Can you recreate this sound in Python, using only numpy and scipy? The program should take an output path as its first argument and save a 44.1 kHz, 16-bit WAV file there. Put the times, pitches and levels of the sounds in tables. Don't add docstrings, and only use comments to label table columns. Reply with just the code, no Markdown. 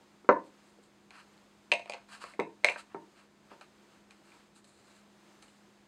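import sys
import numpy as np
from scipy import signal
from scipy.fft import rfft, irfft
from scipy.io import wavfile
from scipy.ndimage import uniform_filter1d

SR = 44100
rng = np.random.default_rng(int(sys.argv[2]) if len(sys.argv) > 2 else 0)


def makeup_ratio(level_db):
    decades = np.asarray(level_db, float) / 20
    return 10 ** decades


def to_wav(sig):
    pcm = np.clip(np.atleast_2d(sig), -1, 1) * 32767
    pcm = np.round(pcm).astype(np.int16)
    wavfile.write(sys.argv[1], SR, pcm.T)


N = 259158


def band(x, hz, width_hz):
    return signal.lfilter(*signal.iirpeak(hz, hz / width_hz, fs=SR), x)


def level(x, db):
    return x * makeup_ratio(db) / np.sqrt(np.mean(x ** 2))


def walk(rate_hz):
    hold = int(SR / rate_hz)
    steps = np.repeat(rng.standard_normal(N // hold + 1), hold)
    return 1.3 * uniform_filter1d(uniform_filter1d(steps, hold), hold)[:N]


def air():
    # (frequency [Hz], density [dB per Hz])
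    hiss_spectrum = [(20, -36.5), (40, -20), (100, -16), (160, -11.5), (250, -12.5), (300, -9.5), (350, -6),
                     (400, -13.5), (1100, -17.5), (3200, -25), (6300, -28.5), (8500, -32), (10000, -40),
                     (15600, -46)]
    f = np.maximum(np.fft.rfftfreq(N, 1 / SR), 1)
    hz, db = np.transpose(hiss_spectrum)
    shape = makeup_ratio(np.interp(np.log(f), np.log(hz), db))
    bass_share = 1 / (1 + (f / 500) ** 2)
    bass, treble = rng.standard_normal((2, N))
    bass = bass * makeup_ratio(0.74 * walk(4.6))
    treble = treble * makeup_ratio(1.3 * walk(7.2))
    hiss = irfft(shape * (np.sqrt(bass_share) * rfft(bass) + np.sqrt(1 - bass_share) * rfft(treble)), N)
    hum_hz = 204.5 + 0.5 * walk(7.2)
    hum = makeup_ratio(1.5 * walk(12)) * np.sin(2 * np.pi * np.cumsum(hum_hz) / SR)
    return level(hiss, -64) + level(hum, -68.5)


def room(x, gap_s=0.0016):
    # (frequency [Hz], t60 [s])
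    room_t60 = [(120, 0.39), (250, 0.27), (1000, 0.2), (3000, 0.13), (6000, 0.32), (12000, 0.067)]
    t = np.arange(int(.45 * SR)) / SR
    hz, t60_s = np.transpose(room_t60)
    noise = makeup_ratio(1.8 * walk(300)[:len(t)]) * rng.standard_normal(len(t))
    tail = np.zeros(len(t))
    for f in 90 * 2. ** np.arange(8):
        octave_t60_s = np.interp(np.log(f), np.log(hz), t60_s)
        tail += band(noise, f, f / 0.9) * 1000. ** (-t / octave_t60_s)
    tail = tail * (1 + 0.27 * np.exp(-t / 0.048))
    tail = tail * np.clip(t / gap_s - 1, 0, 1)
    power = np.abs(rfft(tail)) ** 2
    fine = uniform_filter1d(uniform_filter1d(power, size=30), size=30)
    even = np.sqrt(uniform_filter1d(power, size=500) / fine)
    fade_out = np.clip((t[-1] - t) / 0.08, 0, 1) ** 2
    tail = irfft(rfft(tail) * even, len(t)) * (t > gap_s) * fade_out
    return signal.fftconvolve(x, tail / np.sqrt(np.sum(tail ** 2)))[:N]


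def rubs():
    # (frequency [Hz], width [Hz])
    peaks = [(1350, 900), (2350, 800), (4000, 800), (7700, 1900)]
    # (start [s], length [s], level [dB], dryness [dB])
    strokes = [(0.432, 0.07, -71.5, 11), (0.61, 0.17, -80, 16.5), (0.814, 0.078, -81, 20),
               (1.125, 0.13, -56, -3.5), (1.862, 0.05, -60, -8), (2.082, 0.12, -50.5, 1),
               (2.193, 0.093, -49.5, 0.5), (2.258, 0.11, -56.5, 0.5), (2.772, 0.059, -52.5, 4.5),
               (2.887, 0.068, -61.5, -26), (3.139, 0.13, -61, -2), (3.492, 0.068, -56, -14),
               (3.9, 0.092, -64.5, -3), (4.23, 0.21, -64, 2), (4.54, 0.08, -67, 12), (4.71, 0.35, -71, 7.5),
               (4.89, 0.15, -72.5, 7.5)]
    # (start [s], level [dB], fade [dB/s], dryness [dB])
    skids = [
        (1.108, -49.5, 400, -13),
        (1.895, -44, 700, 3),
        (1.93, -46, 263, -16),
        (2.69, -41, 253, -1),
        (2.76, -55, 500, -17),
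        (3.61, -52, 350, -3),
        (4.1, -58.5, 198, -1),
        (4.64, -70.5, 112, 17),
        (5.42, -63, 110, 11),
    ]
    rise_share, fall_share, skid_rise_s = 0.24, 0.45, 0.0043
    base_db = np.array((-0.5, -8, -8, -10))
    dry_share = np.array((0, 0.25, 0.7, 1))
    t = np.arange(N) / SR

    def colour(db, dry_db):
        return makeup_ratio(db + base_db + dry_db * dry_share)[:, None]

    gains = np.zeros((len(peaks), N))
    for s, length_s, db, dry_db in strokes:
        u = (t - s) / length_s
        gains += colour(db, dry_db) * np.clip(np.minimum(u / rise_share, (1 - u) / fall_share), 0, 1)
    for s, db, fade_db, dry_db in skids:
        u = np.maximum(t - s, 0)
        gains += colour(db, dry_db) * np.minimum(u / skid_rise_s, 1) * makeup_ratio(-fade_db * u)
    slips = rng.random(N) < 1500 / SR
    slips = slips * makeup_ratio(2.3 * rng.exponential(size=N)) * rng.standard_normal(N)
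    drag = level(slips, -5.0) + rng.standard_normal(N)
    drag = drag * makeup_ratio(2 * walk(70))
    out = np.zeros(N)
    for gain, (hz, width_hz) in zip(gains, peaks):
        out += gain * level(band(band(drag, hz, width_hz), hz, 2 * width_hz), -2.1)
    return out


def swing(modes, detune, rise_cycles):
    hz, db, t60_s = np.transpose(modes)[:, :, None]
    t = np.arange(int(SR * min(.45, t60_s.max()))) / SR
    swell = (1 - np.exp(-t * hz / rise_cycles)) ** 2
    return makeup_ratio(db - 60 * t / t60_s) * np.sin(2 * np.pi * hz * (1 + detune) * t) * swell


def hits(rows, parts, modes, ring_db, spread_db, rise_cycles, follow):
    out = np.zeros(N + SR)
    chance = rng.standard_normal((len(rows), 2, 40))
    home = np.array([np.argmin([abs(np.log(m[0] / p[1][0])) for p in parts]) for m in modes])
    split = rng.uniform(0.014, 0.036, (len(modes), 1)) * rng.choice([-1, 1], (len(modes), 1))
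    rings = swing(modes, 0, rise_cycles) - makeup_ratio(-1.5) * swing(modes, split, rise_cycles / 4)
    for (s, db, *rel_db, pitch_hz), (shift, share) in zip(rows, chance):
        i = int(s * SR)
        part_db = db + np.array([0, *rel_db])
        ring = makeup_ratio(part_db[home] + ring_db + spread_db * share[:len(modes)]) @ rings
        out[i:i + len(ring)] += ring
        for k, part in enumerate(parts):
            bend = (pitch_hz / part[1][0]) ** follow - 1 if k == 0 else 0
            detune = bend + 0.048 * shift[3 * k:3 * k + 3, None]
            y = swing(part, detune, rise_cycles).sum(axis=0)
            out[i:i + len(y)] += makeup_ratio(part_db[k]) * y / np.abs(y).max()
    return out[:N]


def jar_thuds():
    # (time [s], peak [dB], boom [dB re peak], edge [dB re peak], pitch [Hz])
    knocks = [
        (0.009, -51, -9, -23, 527),
        (0.245, -50.5, -0.5, -3.5, 535),
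        (0.29, -4.5, -15.5, -10, 820),
        (0.294, -12, -10.5, -6, 820),
        (0.785, -58, 4.5, -9, 630),
        (2.3928, -19.5, -6.5, -12.5, 650),
        (2.407, -42.5, -10, -13, 670),
        (2.496, -52.5, -12.5, -24, 517),
        (2.9458, -28.5, -4.5, -10.5, 581),
        (3.516, -39, -10, -33, 907),
    ]
    # (frequency [Hz], level [dB], t60 [s])
    swings = [
        [(517, 2.5, .011), (757, 0, .008), (938, 3, 0.0067)],
        [(161, -11, 0.088), (345, -1, 0.038), (424, 2.5, 0.042)],
        [(1352, -0.5, 0.024), (1718, 1, 0.0076), (2070, -5.5, 0.012)],
        [(3000, -3, 0.0043), (4200, 0.5, 0.0043), (6030, -3.5, 0.0035)],
    ]
    # (frequency [Hz], level [dB], t60 [s])
    table_modes = [(163, -15.5, 0.35), (303, -6, 0.53), (335.7, 4.5, 0.28), (390, 8, .2), (436, 5, .22),
                   (477, -5, .2), (544, -5, 0.2), (581, -1.5, 0.23), (668, -5, .22), (854, -0.5, 0.26),
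                   (907, 4.5, 0.1977), (960, -9, .17), (1157, -6.5, 0.15), (1279, -9, .2), (1498, -4, .2),
                   (1730, 3.5, 0.11), (1970, -8, 0.15)]
    tick_db = -31
    rows = [(s, db, boom, edge, tick_db, hz) for s, db, boom, edge, hz in knocks]
    return hits(rows, swings, table_modes, ring_db=-27, spread_db=2.5, rise_cycles=1.0, follow=0.6)


def lid_clacks():
    # (time [s], shell peak [dB], cavity [dB re peak], hardness [dB], pitch [Hz])
    drops = [(1.7175, -10, -17, -13, 2500), (1.7231, -14.5, -5.5, -12, 2490), (1.7364, -27.5, 1, -1, 2260),
             (1.7954, -36.5, -2, -11, 2280), (1.8581, -43, 0.5, -8.5, 2480), (1.8971, -31, 1, -1.5, 2400),
             (1.9217, -32.5, -13, -10, 2650), (1.9359, -31, -7.5, -7, 2500), (1.9434, -41.5, 7, -1, 2310),
             (2.3982, -24, -8, -10, 2070), (2.4064, -36, 10.5, -28, 2140), (2.6454, -7, -11.5, -7, 2180),
             (2.6534, -22.5, -6.5, -18.5, 1920), (2.6704, -29.5, -14, -7, 2250),
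             (2.6786, -37, 2, -16.5, 2350), (2.6862, -13, -16, -19.5, 2290), (2.6984, -30, 2.5, -2.5, 2280)]
    # (time [s], peak [dB], cavity [dB], hardness [dB], pitch [Hz])
    brush = [(2.6375, -44, 0, -13.5, 2258)]
    # (time [s], peak [dB], cavity [dB], hardness [dB], pitch [Hz])
    catches = [(1.1063, -44.5, -9.5, -2, 2120), (1.3774, -67.5, 0, 11.5, 1380),
               (2.2395, -31, -6.5, -10, 1400), (2.3371, -43, -9, -15, 2050), (2.7599, -31.5, -5, -38, 1470),
               (3.6109, -49, 1.5, 1, 1490), (4.1081, -49, -19, 1.5, 2360), (4.3194, -49.5, -29, -17, 2460),
               (4.644, -65, -11, 11, 1446), (5.4257, -49, -10, 4, 2100), (5.4824, -56.5, -20, -0.5, 2846)]
    # (frequency [Hz], level [dB], t60 [s])
    swings = [
        [(2120, -6, 0.0078), (2350, 3.5, 0.011), (2610, -2.5, 0.0083)],
        [(595.6, 0.5, 0.019), (697, 0, 0.017), (845, -1.5, 0.017)],
        [(3124, -2, 0.0066), (4210, 0.88, 0.0065), (4760, -1.98, 0.0036)],
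        [(6424, -0.5, 0.0072), (8120, 0.5, 0.0053), (9770, -2, 0.00256)],
    ]
    # (frequency [Hz], level [dB], t60 [s])
    lid_modes = [(580, -5, 0.21), (620, -3.5, .2), (690, 11.5, 0.17), (851.5, -5, 0.15), (2050, -2.5, 0.15),
                 (2095, 1, 0.13), (2170, -4, 0.23), (2500, -7, .16), (2433, 1.5, 0.1595), (2670, -2.5, .16),
                 (2700, -7, 0.062)]
    rim_db, tick_db = -0.1, -4.5
    rows = [(s, db, cavity, rim_db + hard, tick_db + hard, hz)
            for s, db, cavity, hard, hz in brush + sorted(drops + catches)]
    return hits(rows, swings, lid_modes, ring_db=-31, spread_db=4.0, rise_cycles=0.96, follow=0.928)


def scene():
    slide = rubs()
    thuds = jar_thuds()
    clacks = lid_clacks()
    echo = room(makeup_ratio(-5.5) * thuds + makeup_ratio(-8.0) * clacks + makeup_ratio(-12.5) * slide)
    heard = thuds + clacks + slide + echo
    mic = signal.butter(2, [175, 11200], "band", fs=SR, output="sos")
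    return (signal.sosfilt(mic, heard) + air())[None, :]


def band_limit(x):
    return signal.sosfilt(signal.butter(12, 15740, fs=SR, output="sos"), x)


def record(dry):
    # (frequency [Hz], width [Hz], depth [0-1])
    notches = [(5655, 324, 0.8), (6800, 150, 0)]
    x = dry
    for hz, width_hz, depth in notches:
        x = x - depth * band(x, hz, width_hz)
    return band_limit(x)


dry = scene()
out = record(dry)
to_wav(out)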